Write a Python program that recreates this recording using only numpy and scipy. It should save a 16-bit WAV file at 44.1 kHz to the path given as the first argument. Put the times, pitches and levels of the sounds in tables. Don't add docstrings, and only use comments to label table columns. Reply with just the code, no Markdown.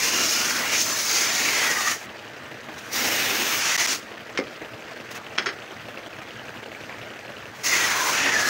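import sys
import numpy as np
from scipy import signal
from scipy.fft import rfft, irfft
from scipy.io import wavfile
from scipy.ndimage import uniform_filter1d

SR = 44100
rng = np.random.default_rng(int(sys.argv[2]) if len(sys.argv) > 2 else 0)


def put_to_file(sound):
    columns = np.atleast_2d(sound).T
    safe = np.clip(columns, -1, 1)
    whole_steps = np.round(safe * 32767)
    wavfile.write(sys.argv[1], SR, whole_steps.astype(np.int16))


def rack_gain(trim_db):
    fader = np.asarray(trim_db, float)
    return 10 ** (fader / 20)


N = 374405
HOP = 128

# mode_hz, level_db, t60_s
BENCH_MODES = [(200, -12, .022), (350, 0, .024), (420, 2, .022), (530, -5, .014), (800, -14, .01)]


def sanding():
    # start_s, ring_hz of the free length, bench_support_db
    pad_place = [(0, 1870, -8), (.3, 1820, -10.5), (.6, 1600, -11.5), (.75, 2000, -12), (.84, 2600, -7),
                 (.89, 1390, -13), (1.2, 2100, -13.5), (1.6, 1830, -14.5), (1.9, 1700, -20),
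                 (2.95, 1960, -10), (3.4, 2200, -6.5), (3.72, 1900, -21.5), (3.95, 1830, -9.5),
                 (7.64, 1980, -16), (7.85, 1720, -17.5), (8.07, 1390, -24), (8.22, 1820, -13.5),
                 (8.49, 1600, -12)]
    # pitch_hz, level_db
    drone_colour = [(60, -48), (100, 6), (160, -22.5), (240, 5.5), (400, -5), (620, -0.5), (900, -2.5),
                    (2000, -22)]
    # pitch_hz, level_db
    fizz_colour = [(3000, -32), (7000, 2), (8000, 0.5), (10500, -2.5), (11800, -9), (16000, 4)]
    # start_s, end_s, level_db
    thinned = (8.14, 8.43, -6)
    thin_start_s, thin_end_s, thin_db = thinned
    place_s, place_ring_hz, place_support_db = np.transpose(pad_place)
    uneven = patches(patchy_db=1.6, bins=4.0, frames=45.0)

    def rasp_gain(hz, s):
        level, grip_db = pressure(s)
        ring_hz = np.interp(s, place_s, place_ring_hz)
        support_db = np.interp(s, place_s, place_support_db)
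        hiss_share = 1 / (1 + rack_gain(grip_db) ** 2)
        ring_share = 1 - hiss_share

        lightness_db = -24 - 20 * np.log10(level + 1e-4)
        fizz_db = -9 - 0.27 * grip_db + 0.64 * np.minimum(lightness_db, 1)
        fizz_db += thin_db * np.clip(np.minimum(s - thin_start_s, thin_end_s - s) / 0.044, 0, 1)

        ring = hump(hz, ring_hz, 1280) * hz / (hz + 600) * squeals(hz, s)
        hiss_hz = 5660 - 46 * support_db
        hiss = hump(hz, hiss_hz, 2340 * rack_gain(0.16 * grip_db)) * hz / (hz + 3000)
        hiss = hiss / (1 + (hz / 7100) ** 24)
        drone = rack_gain(read(drone_colour, hz)) * frame(hz)
        fizz = rack_gain(read(fizz_colour, hz))

        power = hiss_share * in_band(hiss, hz, 5170, 7500) ** 2
        power += ring_share * in_band(ring, hz, 900, 3100) ** 2
        power += ring_share * (rack_gain(support_db) * in_band(drone, hz, 150, 700)) ** 2
        power += (rack_gain(fizz_db - 9.5) * in_band(fizz, hz, 9970, 12900)) ** 2
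        return np.sqrt(power) * uneven[:, :len(s)]

    clicks = grains(per_s=4000., spread_db=2.5, cap=3.8)
    grit = evened(rng.standard_normal(N) + 0.4 * clicks)
    chatter_db = 1.14 * drift(0.016) + 0.14 * drift(0.03)
    level, _ = pressure(np.arange(N) / SR)
    return coloured(grit * rack_gain(chatter_db), rasp_gain) * level


def pressure(s):
    # start_s, rasp_level_db, grip_db as ring over hiss
    hand_strokes = [
        [(0, -26, -3), (.05, -25, -1.5), (.22, -22.5, 0.5), (.3, -23, -4.5), (.57, -24, 2.5), (.65, -25, 7.5),
         (.75, -21, 2), (.83, -22.5, -11), (.87, -26, -1)],
        [(1.04, -27.5, -5), (1.09, -22, -5.5), (1.22, -23.5, -2.5), (1.31, -24, 5), (1.35, -23, 0),
         (1.61, -22, 5), (1.92, -22.5, 3.5), (1.97, -37.5, 0), (2.06, -42, 8)],
        [(2.914, -42, 4), (2.93, -26.5, -1), (2.98, -24, 1.5), (3.32, -25.5, 6), (3.45, -24, 5), (3.6, -25, 2),
         (3.71, -20.5, 3), (3.93, -24, -3), (4.0, -44, 0)],
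        [(7.628, -49, 2), (7.64, -28, 1), (7.66, -23, -3), (7.71, -20.5, 4.5), (7.85, -21.5, 7), (8.07, -23, 6),
         (8.2, -22.5, 5), (8.26, -22, 10.5), (8.49, -21.5, 6)],
    ]
    # start_s, length_s, level_db, growth_db
    belt_grazes = [
        (2.716, 0.21, -51, 11.5),
        (2.736, .008, -41, -1),
        (2.774, 0.018, -38.5, -1),
        (3.993, 0.056, -44, -6),
        (5.105, 0.031, -33.5, -11),
        (5.142, 0.036, -38.5, -1),
        (7.543, .08, -47.5, 4),
    ]
    touch_s, graze_grip_db = 0.01, 6
    stroke_s, stroke_db, stroke_grip_db = np.concatenate(hand_strokes).T
    level_db = np.interp(s, stroke_s, stroke_db)
    grip_db = np.interp(s, stroke_s, stroke_grip_db)

    ends_s = [hand_strokes[1][0][0]] + [stroke[-1][0] for stroke in hand_strokes[1:]]
    pressed = np.zeros(np.shape(s), bool)
    for stroke, end in zip(hand_strokes, ends_s):
        pressed |= (s >= stroke[0][0]) & (s <= end)

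    power = pressed * rack_gain(level_db) ** 2
    for start, length, db, growth_db in belt_grazes:
        on = np.clip(np.minimum(s - start, start + length + touch_s - s) / touch_s, 0, 1)
        grown_db = db + growth_db * np.clip((s - start) / length, 0, 1)
        power = power + (on * rack_gain(grown_db)) ** 2
    return np.sqrt(power), np.where(pressed, grip_db, graze_grip_db)


def squeals(hz, s):
    # start_s, end_s, start_hz, end_hz, level_db above the ring
    squeal_glides = [(0, 0.454, 2730, 2880, 9), (.1, .62, 1480, 1470, 5), (.58, .8, 1800, 2500, 7),
                     (1.07, 1.27, 4500, 5000, 12), (1.3, 1.43, 1900, 1900, 6),
                     (1.45, 1.717, 2200, 1920, 5.5), (1.664, 2.017, 1970, 1820, 10),
                     (1.725, 1.99, 1220, 1190, 10), (2.95, 3.62, 2550, 2750, 1),
                     (3.7, 3.893, 1920, 1930, 8), (7.58, 7.77, 2050, 2000, 12.5),
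                     (7.74, 7.938, 2040, 1800, 6.5), (7.895, 8.16, 1040, 1020, 9.5),
                     (7.85, 8.1, 1590, 1340, 2), (7.1, 8.1, 2400, 2300, 2), (8.154, 8.4, 1806, 1990, 7.5),
                     (8.32, 8.603, 1680, 1720, 15)]
    lift_db = np.zeros((len(hz), len(s)))
    for start, end, start_hz, end_hz, db in squeal_glides:
        now = (s > start) & (s < end)
        on = np.clip(np.minimum(s[now] - start, end - s[now]) / 0.048, 0, 1)
        glide_hz = np.interp(s[now], [start, end], [start_hz, end_hz])
        lift_db[:, now] += db * on * hump(hz, glide_hz, start_hz / 21)
    return rack_gain(lift_db)


def pad_drop():
    # start_s, peak_db, scrape_s of the contact, crack_db against the ring
    pad_hits = [
        (4.3745, -11.5, 0.004, 9),
        (4.379, -17.5, .01, -10),
        (4.410, -30, .006, -8),
        (4.439, -34, .003, 6),
    ]
    # start_s, peak_db, scrape_s, crack_db
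    pad_thuds = [
        (4.3875, -10.5, 0.002, -15),
        (4.399, -18.5, 0.0012, -5),
        (4.420, -39, 0.0028, -10),
        (4.434, -37, 0.0023, -13),
    ]
    # mode_hz, level_db, t60_s
    pad_modes = [(1190, 4, 0.012), (2100, 8, 0.02), (3200, -8, 0.0062), (4200, -16, .006),
                 (5260, -12, .006), (6300, -6, .006), (9200, -12, .004)]
    return knocks(pad_hits, pad_modes) + knocks(pad_thuds, BENCH_MODES)


def strip_drop():
    # start_s, peak_db, scrape_s of the contact, crack_db against the ring
    strip_hits = [
        (5.3795, -16, .004, 1),
        (5.384, -4.5, .0005, -8),
        (5.389, -17, .014, 1),
        (5.420, -23, .015, 1),
        (5.4595, -13, .004, 1),
        (5.467, -12, .003, -2),
        (5.475, -19, .008, 1),
        (5.488, -18, .012, 1),
    ]
    # start_s, peak_db, scrape_s, crack_db
    strip_thuds = [
        (5.386, -29, .012, -12),
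        (5.463, -22.5, .025, -8),
        (5.5, -31, 0.022, -13),
    ]
    # mode_hz, level_db, t60_s
    strip_modes = [(348, -9, 0.035), (428, -19, .025), (1490, -7, 0.031), (1700, -23, .012),
                   (2000, 21, 0.0079), (2320, 20.5, 0.0042), (3350, 0, 0.025), (3940, -14, 0.028),
                   (5500, 0, .012), (6300, 2, 0.0081)]
    return knocks(strip_hits, strip_modes) + knocks(strip_thuds, BENCH_MODES)


def knocks(events, modes):
    # pitch_hz, level_db
    crack_colour = [(200, -26), (450, -10), (950, -14), (1500, 3.5), (2400, -9.5), (5500, -9.5),
                    (6800, -31), (7800, -25), (12000, -27)]
    out, t = np.zeros(N), np.arange(4096) / SR
    ring = np.zeros(len(t))
    for k, (hz, db, t60) in enumerate(modes):
        direction = (-1) ** k
        ring += direction * rack_gain(db - 60 * t / t60) * np.sin(2 * np.pi * hz * t)
    colour = rack_gain(read(crack_colour, np.fft.rfftfreq(len(t), 1 / SR)))
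    for s, db, scrape, crack_db in events:
        rough = rng.standard_normal(len(t))
        contact = np.exp(-t / max(scrape, 1e-4)) * (1 - np.exp(-t / 0.00028))
        crack = irfft(rfft(rough) * colour) * contact
        struck = signal.oaconvolve(rough * contact, ring)[:len(t)]
        blow = evened(struck) + rack_gain(crack_db) * evened(crack)
        add(out, s, rack_gain(db) * blow / abs(blow).max())
    return out


def ticks():
    out, t = np.zeros(N), np.arange(900) / SR
    for s, db, hz in beats():
        puff = rng.standard_normal(len(t))
        ring = np.sin(2 * np.pi * hz * t) * np.exp(-t / 0.0011) * (1 - np.exp(-t / 0.00027))
        snap = 0.2 * uniform_filter1d(puff, size=4) * np.exp(-t / 0.00059)
        thump_hz = 560 * rack_gain(puff[0])
        thump_shape = np.exp(-t / 0.0023) * (1 - np.exp(-t / 0.00038))
        thump = 0.88 * np.sin(2 * np.pi * thump_hz * t) * thump_shape
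        add(out, s, rack_gain(db + 4.5) * (ring / ring.max() + snap + thump))
    return out


def beats():
    # first_tick_s, end_s
    pulley_runs = [
        (2.0128, 2.92),
        (4.0283, 6.07),
        (6.1299, 7.53),
    ]
    run_levels = [-37, -35, -33]
    # start_s, peak_db, pitch_hz
    loose_slaps = [(2.6869, -31, 2130), (4.7921, -40, 2300), (4.9602, -37, 2030), (5.266, -31, 3020),
                   (5.309, -38, 2460), (5.885, -31.5, 2500), (5.974, -28, 2700), (6.717, -32, 2200),
                   (6.895, -29, 2000), (6.7495, -34, 2300), (6.945, -32, 1800), (7.031, -34, 2500),
                   (7.292, -32, 1700)]
    turn_s, tock_after_s = .08843, .0572
    tick_hz, tock_hz, tock_db = 2730, 2200, -2.5
    rows = []
    for (first, end), db in zip(pulley_runs, run_levels):
        turns = np.arange(first, end, turn_s)
        rows += [(s, db, tick_hz) for s in turns]
        rows += [(s + tock_after_s, db + tock_db, tock_hz) for s in turns[:-1]]
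    spread = [.0005, 0.4, 250]  # s, dB, Hz
    chance = np.clip(rng.standard_normal((len(rows), 3)), -2, 2) * spread
    return [*(rows + chance), *loose_slaps]


def idle(tick):
    # pitch_hz, level_db per Hz
    wash_colour = [(18, -50), (30, -14), (102, -7.5), (315, -5.5), (399, -11.5), (443, -11), (518, -6),
                   (656, -1), (996, -5.5), (1640, -1.5), (2300, -6.5), (3490, -14), (5890, -19.5),
                   (11300, -34.5), (15500, -28)]
    # pitch_hz, width_hz, level_db
    loose_parts = [(448, 48, -2), (618, 56, -6), (1535, 740, -4), (1920, 370, -5), (2500, 390, -7),
                   (3070, 880, -4), (4650, 1100, -9), (6160, 670, -12.5)]
    t = np.arange(2000) / SR
    shaken = signal.oaconvolve(abs(tick), np.exp(-t / 0.011))[:N]
    shaken = np.minimum(shaken / np.percentile(shaken, 90), 1.5)

    uneven = patches(patchy_db=2.0, bins=10.0, frames=15.0)
    flutter = rack_gain(1.1 * drift(0.011) + 1.8 * shaken)
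    wash = coloured(rng.standard_normal(N), lambda hz, s: rack_gain(read(wash_colour, hz)) * frame(hz), size=2048)
    wash = coloured(evened(wash) * flutter, lambda hz, s: uneven[:, :len(s)])

    rattle = np.zeros(N)
    shared = grains(per_s=130., spread_db=3.0, cap=2.5)
    for hz, width_hz, db in loose_parts:
        own = grains(per_s=110., spread_db=4.0, cap=3.17)
        blows = (.5 * shared + own) * rack_gain(2.3 * shaken)
        ring = np.exp(-np.pi * width_hz * t) * (1 - np.exp(-t * hz / 0.48)) * np.sin(2 * np.pi * hz * t)
        rattle += rack_gain(db) * evened(signal.oaconvolve(blows, ring)[:N])
    return rack_gain(-39.42) * (evened(wash) + rack_gain(-6) * evened(rattle))


def frame(hz):
    # pitch_hz, width_hz, lift_db
    frame_modes = [(99.4, 14.4, 10), (124.6, 9.4, 15.5), (228.5, 26, 10.5), (329, 39, 10.5),
                   (392.7, 16, 11), (486, 6.7, 8), (476, 27, 9), (607, 84, 2.5), (940, 13, 3)]
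    return rack_gain(sum(db * hump(hz, f, width / 2) for f, width, db in frame_modes))


def shop(x):
    # pitch_hz, t60_s
    room_decay = [(300, 0.22), (700, 0.2), (2000, 0.098), (8000, 0.08)]
    taps = np.zeros(SR // 2)
    at = np.arange(300, len(taps) - 20, 20)
    taps[at + rng.integers(0, 20, len(at))] = rng.choice([-1., 1.], len(at))
    tail = coloured(taps, lambda hz, s: rack_gain(-60 * s / read(room_decay, hz)), size=256)
    return signal.fftconvolve(x, tail / np.linalg.norm(tail))[:N]


def evened(x, axis=None):
    return x / np.sqrt(np.mean(x ** 2, axis, keepdims=True) + 1e-20)


def read(points, hz):
    f, value = np.transpose(points)
    return np.interp(np.log(hz + 1), np.log(f + 1), value)


def add(mix, s, sound):
    part = mix[round(s * SR):][:len(sound)]
    part += sound[:len(part)]


def drift(seconds):
    size = max(round(seconds * SR), 1)
    return evened(uniform_filter1d(uniform_filter1d(rng.standard_normal(N), size), size))


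def grains(per_s, spread_db, cap):
    size_db = spread_db * np.minimum(rng.exponential(1, N), cap)
    size = rack_gain(size_db) * rng.choice([-1, 1], N)
    return evened(size * (rng.random(N) < per_s / SR))


def coloured(x, gain, size=1024):
    hz, s, z = signal.stft(x, SR, nperseg=size, noverlap=size - HOP)
    _, y = signal.istft(z * gain(hz[:, None], s), SR, nperseg=size, noverlap=size - HOP)
    return y[..., :len(x)]


def patches(patchy_db, bins, frames):
    field = rng.standard_normal((513, N // HOP + 9))
    field = uniform_filter1d(field, round(bins), 0)
    field = uniform_filter1d(field, round(frames), 1)
    return rack_gain(patchy_db * evened(field))


def in_band(shape, hz, lo_hz, hi_hz):
    inside = (hz > lo_hz) & (hz < hi_hz)
    return shape / np.sqrt(np.mean(shape ** 2 * inside, 0))


def hump(hz, centre_hz, width_hz):
    return 1 / (1 + ((hz - centre_hz) / width_hz) ** 2)


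def window(rows, rest, soft):
    curve = np.full(N, rest)
    for s, length, db in rows:
        curve[round(s * SR):round((s + length) * SR)] = rack_gain(db)
    return uniform_filter1d(curve, round(soft * SR))


def scene():
    # pitch_hz, level_db
    knock_band = [(90, -17), (190, -1.5), (6600, 2.5), (7800, -5), (10500, -7), (12000, -32)]
    hits = pad_drop() + strip_drop()
    hits = coloured(hits, lambda hz, s: rack_gain(read(knock_band, hz)), size=512)
    tick = ticks()
    echoes = shop(rack_gain(-9) * hits + rack_gain(-9.5) * tick)
    mono = sanding() + hits + tick + idle(tick) + echoes
    return np.array([mono, mono])


def top_cut(x):
    return signal.sosfilt(signal.butter(12, 17130, fs=SR, output="sos"), x)


def record(dry):
    # pitch_hz, level_db
    phone_tone = [(30, -23), (60, 3.5), (100, -0.5), (11950, -1), (12050, 4.5), (15520, -6), (15600, 0),
                  (15740, 4), (15800, -51)]
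    # start_s, length_s, level_db
    top_moves = [
        (0, 1.15, 0.5),
        (2.9, .7, 5),
        (3.6, .35, -2),
        (8.22, .2, -2),
    ]
    # start_s, length_s, level_db left
    level_dips = [
        (3.7658, .0113, -38),
        (3.8656, .0062, -20),
        (5.368, .005, -6),
        (6.087, .006, -8),
    ]
    # start_s, length_s, side_db under the middle
    split_moments = [(.005, .03, -17), (.643, .025, -17), (.862, .03, -8), (.918, .032, -4),
                     (1.27, .055, -6), (1.548, .03, -7), (3.243, .03, -9), (3.893, .03, -9),
                     (7.864, .03, -11), (8.015, .035, -13), (8.062, .03, -11)]
    top = window(top_moves, 1., soft=.05)

    def colour(hz, s):
        top_now = np.interp(s * SR, np.arange(N), top)
        return rack_gain(read(phone_tone, hz)) * np.where(hz > 12000, top_now, 1)

    middle = coloured(dry[0], colour) * window(level_dips, 0.94, soft=0.00084)
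    side = np.roll(middle, 900) * window(split_moments, 0., soft=.014)
    side = coloured(side, lambda hz, s: hz > 4700)
    return top_cut(np.array([middle + side, middle - side]))


dry = scene()
out = record(dry)
put_to_file(out)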